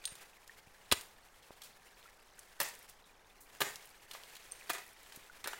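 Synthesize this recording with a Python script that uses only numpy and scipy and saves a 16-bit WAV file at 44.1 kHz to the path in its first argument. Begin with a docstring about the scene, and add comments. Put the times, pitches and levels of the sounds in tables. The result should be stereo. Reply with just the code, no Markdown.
"""An ice axe bites into a frozen waterfall, then the climber kicks crampons in, a few metres below us.
Each blow crushes ice in a burst of tiny cracks; steel gear clinks, chips fall and clothes rustle.
The gully walls throw the blows back, over the faint hiss and drip of meltwater."""
import sys
import numpy as np
from scipy import signal
from scipy.fft import rfft, irfft
from scipy.io import wavfile

SR = 44100
rng = np.random.default_rng(int(sys.argv[2]) if len(sys.argv) > 2 else 0)


def wrap_up_sound(samples):
    """Save the sound to the file named by the first command line argument, as 16-bit audio."""
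    columns = np.atleast_2d(samples).T
    # keep every value between -1 and 1, then stretch to whole-number steps
    tamed = np.clip(columns, -1, 1)
    steps = np.round(tamed * 32767).astype(np.int16)
    wavfile.write(sys.argv[1], SR, steps)


N = 246519
TIME = np.arange(N) / SR

# Crampon kicks. Each row: start in seconds, bite level in dB, rise in seconds, treble in dB,
# level of the boot sinking in, in dB.
KICKS = [(2.6004, -24.5, 0.0034, 2.5, -30), (3.6040, -27, 0.0033, 2, -26.5),
         (4.6925, -28.5, .0105, -3, -56), (5.473, -30.5, 0.0013, -2.5, -44)]
# The tone of ice crunching under a boot. Each row: frequency in Hz, level in dB.
CRUNCH_COLOUR = [(60, -27), (120, -13.5), (200, -9.5), (420, 2.5), (600, -2), (1400, 2.5), (2200, -1),
                 (2700, -2.5), (3600, -1), (6000, -8), (8000, -5), (14000, -5.5), (16000, -4)]


def undb(db):
    """Decibels to gain."""
    return 10 ** (np.asarray(db) / 20)


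def unit(x):
    """Scale to rms 1."""
    return x / np.sqrt(np.mean(x ** 2))


def add(track, s, x):
    """Mix x into the track at s seconds."""
    i = max(int(s * SR), 0)
    track[i:i + len(x)] += x[:max(N - i, 0)]


def colour(x, points, bass_db=0, treble_db=0, size=2048):
    """Unit-power EQ through (Hz, dB) points, with a bass and a treble shelf."""
    f = np.arange(size // 2 + 1) * SR / size + 1
    hz, db = np.transpose(points)
    curve_db = np.interp(np.log(f), np.log(hz), db)
    curve_db += bass_db / (1 + (f / 700) ** 3) + treble_db / (1 + (4000 / f) ** 3)
    # Minimum phase keeps attacks sharp: nothing rings ahead of a hit.
    cepstrum = irfft(np.log(unit(undb(curve_db))))
    cepstrum[1:size // 2] *= 2
    cepstrum[size // 2 + 1:] = 0
    impulse = irfft(np.exp(rfft(cepstrum, size)))
    return signal.fftconvolve(x, impulse)[:len(x)]


def crackle(n, rate, spread_db):
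    """Tiny cracks of uneven size, about `rate` a second, at rms 1."""
    size = undb(spread_db * np.minimum(rng.exponential(size=n), 5))
    return unit((rng.random(n) < rate / SR) * size * rng.choice([-1, 1], n))


def wander(rate):
    """A random drift around zero, heading for a new value `rate` times a second."""
    knots = rng.standard_normal(int(N / SR * rate) + 2)
    return np.interp(TIME * rate, np.arange(len(knots)), knots)


def ping(hz, cycles, glide=0):
    """One short ring decaying over `cycles` periods; glide bends its pitch upward."""
    t = TIME[:SR // 20]
    age = t * hz / cycles
    bend = 1 + glide * (1 - np.exp(-age / 4))
    return np.sin(2 * np.pi * hz * t * bend) * np.exp(-age) * (1 - np.exp(-6 * age))


def ring(modes, sustain):
    """Struck metal rings in decaying modes; sustain scales their ring time."""
    t = TIME[:SR // 2]
    attack = np.minimum(t / 0.0003, 1)
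    out = np.zeros(len(t))
    for hz, db, t60 in modes:
        fade = np.exp(-np.log(1000) * t / (t60 * sustain))
        out += rng.choice([-1, 1]) * undb(db) * np.sin(2 * np.pi * hz * t) * fade
    return attack * out


def crush(blows, points, rate, spread_db):
    """Ice gives way under steel: cracks swell as the point sinks in and die as it stops."""
    out, t = np.zeros(N), TIME[:SR // 5]
    for s, db, rise, decay, bass_db, treble_db in blows:
        force = np.minimum(t / rise, 1) * np.exp(-np.maximum(t - rise, 0) / decay)
        cracks = colour(force * crackle(len(t), rate, spread_db), points, bass_db, treble_db)
        add(out, s, undb(db) * cracks * np.linalg.norm(force) / np.linalg.norm(cracks))
    return out


def meltwater(wash_db=-65.6, bubble_db=-64, bubbles=800, glide=0.039):
    """A bed of running water, with small air bubbles and a few clear drips that rise in pitch."""
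    # The tone of the wash. Each row: frequency in Hz, level in dB.
    water_colour = [(25, 17), (60, 5.5), (140, 1.5), (320, 0.5), (430, 5), (600, 1.5), (800, 6.5),
                    (1300, 1.5), (1800, 0), (3000, -15), (6000, -13), (11000, -32), (16000, -27)]
    # The clearest drips. Each row: start in seconds, level in dB, pitch in Hz.
    drips = [(0.495, -39, 1800), (2.057, -46.5, 1340), (4.611, -42, 2450), (5.298, -41.5, 1440)]
    out = undb(wash_db + wander(2.88)) * unit(colour(rng.standard_normal(N), water_colour))
    for when, pitch, size, length in rng.random((bubbles, 4)):
        db = bubble_db + 3.5 * min(-np.log(size), 3.2) - 3 * pitch
        bubble = ping(1500 * 4.5 ** pitch, cycles=4 + 8 * length, glide=glide)
        add(out, when * N / SR, undb(db) * bubble)
    for s, db, hz in drips:
        add(out, s, undb(db) * ping(hz, cycles=6, glide=glide))
    return out


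def rustle(still_db=-68.5, cloth_db=-1, flutter_db=3, grain_db=5, grains=700):
    """Cloth and rope rub as the climber shifts; loosened grains of ice tick, each at its own pitch."""
    # Shifts of the body. Each row: crest in seconds, level in dB, half-length in seconds.
    moves = [(0.165, -62, 0.18), (0.67, -66.5, 0.78), (1.804, -65.5, 0.68), (2.462, -65, 0.27),
             (2.75, -62.5, 0.18), (3.701, -56.5, 0.19), (4.26, -59.5, 0.39), (4.67, -58.5, 0.41),
             (5.135, -59.5, 0.16), (5.535, -57, 0.22)]
    # The tone of the cloth. Each row: frequency in Hz, level in dB.
    cloth_colour = [(100, -1.5), (280, -3.5), (420, 6), (1200, 3.5), (1800, 6.5), (3500, 1.5), (6000, -1.5),
                    (9000, -1.5), (15000, -6)]
    swells = [undb(db) * np.exp(-((TIME - s) / length) ** 2) for s, db, length in moves]
    effort = np.sqrt(undb(still_db) ** 2 + sum(swell ** 2 for swell in swells))
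    fibres = crackle(N, rate=16000, spread_db=2.4)
    out = effort * undb(cloth_db + flutter_db * wander(70)) * colour(fibres, cloth_colour)
    for when, pitch, size in rng.random((grains, 3)):
        db = grain_db - 6 * pitch + 3.2 * min(-np.log(size), 3)
        grain = ping(1800 * 5 ** pitch, cycles=3 + 5 * pitch)
        add(out, when * N / SR, effort[int(when * N)] * undb(db) * grain)
    return out


def scuffs():
    """Light contacts crush only the surface: a tap stops at once, a scrape drags on."""
    # Boot and tool tapping the ice. Each row: start in seconds, level in dB, treble in dB.
    taps = [(.0400, -47.5, -22), (0.074, -43, -7), (0.153, -47.5, 2), (1.6180, -45, 0), (4.1118, -44.5, 0),
            (4.3515, -47.5, -4), (4.365, -47.5, -6), (5.1216, -48.5, -11), (5.1590, -45.5, 34)]
    # Steel dragging over the ice. Each row: start in seconds, level in dB, treble in dB.
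    scrapes = [(1.4230, -62.5, -7), (1.6330, -50.5, 5), (2.8850, -59, -1), (3.404, -54.5, 37),
               (4.1320, -49, -1)]
    # The tone of scuffed ice. Each row: frequency in Hz, level in dB.
    scuff_colour = [(100, -32), (700, 2), (2000, 2.5), (3500, 9), (5500, 4.5), (9000, 4), (16000, -0.5)]
    rise_s, decay_s, bass_db = 0.0011, 0.006, -16
    blows = [(s, db, rise_s, decay_s, bass_db, treble_db) for s, db, treble_db in taps]
    rise_s, decay_s, bass_db = 0.0028, 0.032, 6
    blows += [(s, db, rise_s, decay_s, bass_db, treble_db) for s, db, treble_db in scrapes]
    return crush(blows, scuff_colour, rate=12000, spread_db=1)


def clinks(contacts, modes, tick_db, tick_s):
    """Metal makes contact: a bright tick, then a ring whose close modes beat."""
    out, t = np.zeros(N), TIME[:SR // 2]
    for s, db, sustain in contacts:
        burst = rng.standard_normal(len(t)) * np.exp(-t / tick_s)
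        tick = colour(burst, [(1500, -69), (3500, -4), (16000, -10)])
        add(out, s, undb(db) * (ring(modes, sustain) + undb(tick_db) * tick))
    return out


def pick_clinks():
    """The steel pick rings high and thin as it touches gear or ice."""
    # Touches of the pick. Each row: start in seconds, level in dB, ring-time factor.
    touches = [(0.0402, -54, .8), (0.0542, -27, 0.46), (0.058, -45, 0.18), (.9225, -34, 0.54),
               (5.4420, -32.5, 0.13)]
    # The pick's modes. Each row: frequency in Hz, level in dB, seconds to fall 60 dB.
    pick_modes = [(3680, 6, 0.012), (4300, -7, 0.032), (4830, -3, 0.027), (6460, 0, 0.012),
                  (8450, -6.5, .05), (8890, -6, 0.17), (8820, -2, 0.029), (8975, -15, 0.47)]
    return clinks(touches, pick_modes, tick_db=-9.5, tick_s=0.0023)


def gully(x):
    """Rough walls of ice and rock scatter the sound back in a cluster of echoes."""
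    # The echo's envelope. Each row: delay in seconds, level in dB.
    echo_shape = [(0, 9.5), (.025, -7), (.042, 1), (.075, -5), (.11, -15), (.18, -25), (.3, -36), (.6, -68)]
    # The tone of the walls. Each row: frequency in Hz, level in dB.
    wall_colour = [(80, 1.5), (300, -7), (550, -4), (900, 0), (1300, -7), (1900, 4), (3500, -3),
                   (7000, 1.5), (15000, -12)]
    t = TIME[:SR * 3 // 5]
    envelope = undb(np.interp(t, *np.transpose(echo_shape)))
    echoes = colour(crackle(len(t), rate=6000, spread_db=1.5) * envelope, wall_colour)
    return signal.fftconvolve(x, echoes / np.linalg.norm(echoes))[:N]


def bumps(decay_cycles=0.2):
    """Boot and knee land in soft, heavily damped thumps; the lower, the longer."""
    # Dull thumps. Each row: start in seconds, level in dB, pitch in Hz.
    thumps = [(0.121, -58.5, 133), (.672, -62, 130), (1.5069, -46, 620), (5.174, -54.5, 249)]
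    out, t = np.zeros(N), TIME[:SR // 10]
    for s, db, hz in thumps:
        age = t * hz / decay_cycles
        add(out, s, undb(db) * np.sin(2 * np.pi * hz * t) * age * np.exp(2 - age))
    return out


def chips(gain_db=-3, click_s=0.00028, grit_db=-15, grit_s=0.0065, per_kick=6):
    """A falling chip lands with a click and a little grit; every kick loosens a few small ones."""
    # The largest chips landing. Each row: start in seconds, level in dB, centre frequency in Hz.
    large_chips = [(.4775, -38.5, 6440), (1.011, -30.5, 9200), (2.0285, -45.5, 3140), (2.392, -34, 7960),
                   (2.688, -33, 9000), (2.8922, -40, 9500), (3.5500, -40.5, 3000), (3.758, -31, 5440),
                   (4.236, -37, 3200), (4.734, -27, 7860), (5.0316, -42.5, 11000)]
    flight_s, flight_range_s = 0.13, 0.18
    debris_db, scatter_db, debris_hz = -17, 1.5, 11000
    out, t, landings = np.zeros(N), TIME[:SR // 30], list(large_chips)
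    for s, bite_db, *_ in KICKS:
        for when, size in rng.random((per_kick, 2)):
            db = bite_db + debris_db + scatter_db * (2 * size - 1)
            landings.append((s + flight_s + when * flight_range_s, db, debris_hz))
    envelope = np.exp(-t / click_s) + undb(grit_db) * np.exp(-t / grit_s)
    for s, db, hz in landings:
        click = rng.standard_normal(len(t)) * envelope
        add(out, s, undb(db + gain_db) * colour(click, [(hz / 4, -14), (hz, 0), (hz * 3, -15)]))
    return out


def axe_bites():
    """The pick drives into the ice with a tight, dense crunch."""
    # Bites of the pick. Each row: start in seconds, level in dB, rise and decay in seconds,
    # bass and treble in dB.
    bites = [(.9138, -26, 0.0014, 0.012, -7, -7), (.9218, -17, 0.0014, 0.0047, 4.5, -0.5),
             (5.4418, -40, 0.00066, 0.011, -6, -10)]
    # The tone of the bite. Each row: frequency in Hz, level in dB.
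    bite_colour = [(30, -8), (80, -3), (170, -13), (280, -3), (410, -1), (600, -11), (1150, 1), (1600, -7),
                   (2100, -2), (3400, 0), (4700, -2), (6000, -9), (8500, -3), (12000, -10), (16000, -15)]
    return crush(bites, bite_colour, rate=16000, spread_db=2.5)


def knocks():
    """Hard ice shakes the axe or a crampon into a short, choked ring."""
    # Hard contacts. Each row: start in seconds, level in dB, ring-time factor.
    contacts = [(0.915, -28, 0.75), (0.9221, -37, 2.3), (3.6182, -21.5, 0.24), (4.112, -42, 0.63),
                (5.4472, -45, 0.62)]
    # The gripped tool's modes. Each row: frequency in Hz, level in dB, seconds to fall 60 dB.
    tool_modes = [(394, -17, 0.025), (998, -14.5, 0.081), (1290, -29, .025), (2000, -5, 0.013),
                  (2400, -2.5, 0.028), (2910, -2, 0.027), (3610, 6, 0.015), (4120, -7.5, 0.093)]
    out = np.zeros(N)
    for s, db, sustain in contacts:
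        add(out, s, undb(db) * ring(tool_modes, sustain))
    return out


def spray(blows, spray_db=-14, fall_s=0.026):
    """Crumbs of ice fly from each blow and patter down the face, trailing its energy."""
    t = TIME[:SR // 3]
    fall = t * np.exp(-t / fall_s)
    power = signal.fftconvolve(blows ** 2, fall / fall.sum())[:N]
    patter = colour(crackle(N, rate=3900, spread_db=4), CRUNCH_COLOUR, bass_db=-12, treble_db=-0.5)
    return undb(spray_db) * np.sqrt(np.abs(power)) * patter


def crampon_kicks():
    """The front points bite, the boot sinks in, longer and duller, and later settles under weight."""
    # Dull crunches of a settling boot. Each row: start in seconds, level in dB, treble in dB.
    settles = [(4.1470, -43.5, -38), (4.7375, -46, -12), (4.7485, -40, -8), (4.7807, -43, -9),
               (5.458, -38.5, -20), (5.5310, -37.5, -16)]
    settle_shape = (0.0026, 0.003, -2)  # rise and decay in seconds, bass in dB
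    sink_shape = (0.0028, 0.0093, 6)  # likewise
    bite_decay_s, bite_bass_db, sink_lag_s = 0.004, 1, 0.0055
    blows = [(s, db, *settle_shape, treble_db) for s, db, treble_db in settles]
    for s, db, rise, treble_db, sink_db in KICKS:
        blows.append((s, db, rise, bite_decay_s, bite_bass_db, treble_db))
        blows.append((s + rise + sink_lag_s, sink_db, *sink_shape, treble_db - 2))
    return crush(blows, CRUNCH_COLOUR, rate=14000, spread_db=3)


def splinters():
    """Thin shards break off, each with one tiny glassy ring."""
    # Tinkling shards. Each row: start in seconds, level in dB, pitch in Hz.
    shards = [(2.630, -31, 11700), (2.632, -31, 13900)]
    out = np.zeros(N)
    for s, db, hz in shards:
        add(out, s, undb(db) * ping(hz, cycles=45))
    return out


def carabiners():
    """Carabiners touch on the harness with a small, bright jingle."""
    # Their touches. 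Each row: start in seconds, level in dB, ring-time factor.
    jingles = [(4.5148, -43, 0.29), (4.5198, -30, 0.38)]
    # A carabiner's modes. Each row: frequency in Hz, level in dB, seconds to fall 60 dB.
    carabiner_modes = [(6240, -15, .11), (8700, 0, .045), (8830, -9, .04), (10000, -15, .02)]
    return clinks(jingles, carabiner_modes, tick_db=-8, tick_s=0.00037)


def scene(axe_echo_db=-18, feet_echo_db=-4, small_echo_db=-14, axe_spray_db=-7):
    """The axe is in plain view; the feet are further down, so more of their sound comes by the walls."""
    axe = axe_bites() + knocks()
    feet = crampon_kicks()
    steel = pick_clinks() + carabiners()
    small = scuffs() + steel + chips() + splinters() + bumps()
    echo = gully(undb(axe_echo_db) * axe + undb(feet_echo_db) * feet + undb(small_echo_db) * small)
    crumbs = spray(feet + undb(axe_spray_db) * axe)
    return np.tile(axe + feet + small + echo + crumbs + rustle() + meltwater(), (2, 1))


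def record(dry, top_hz=15900):
    """A steep low-pass takes the very top off both channels."""
    return signal.sosfilt(signal.ellip(10, 0.2, 70, top_hz, fs=SR, output="sos"), dry)


dry = scene()
out = record(dry)
wrap_up_sound(out)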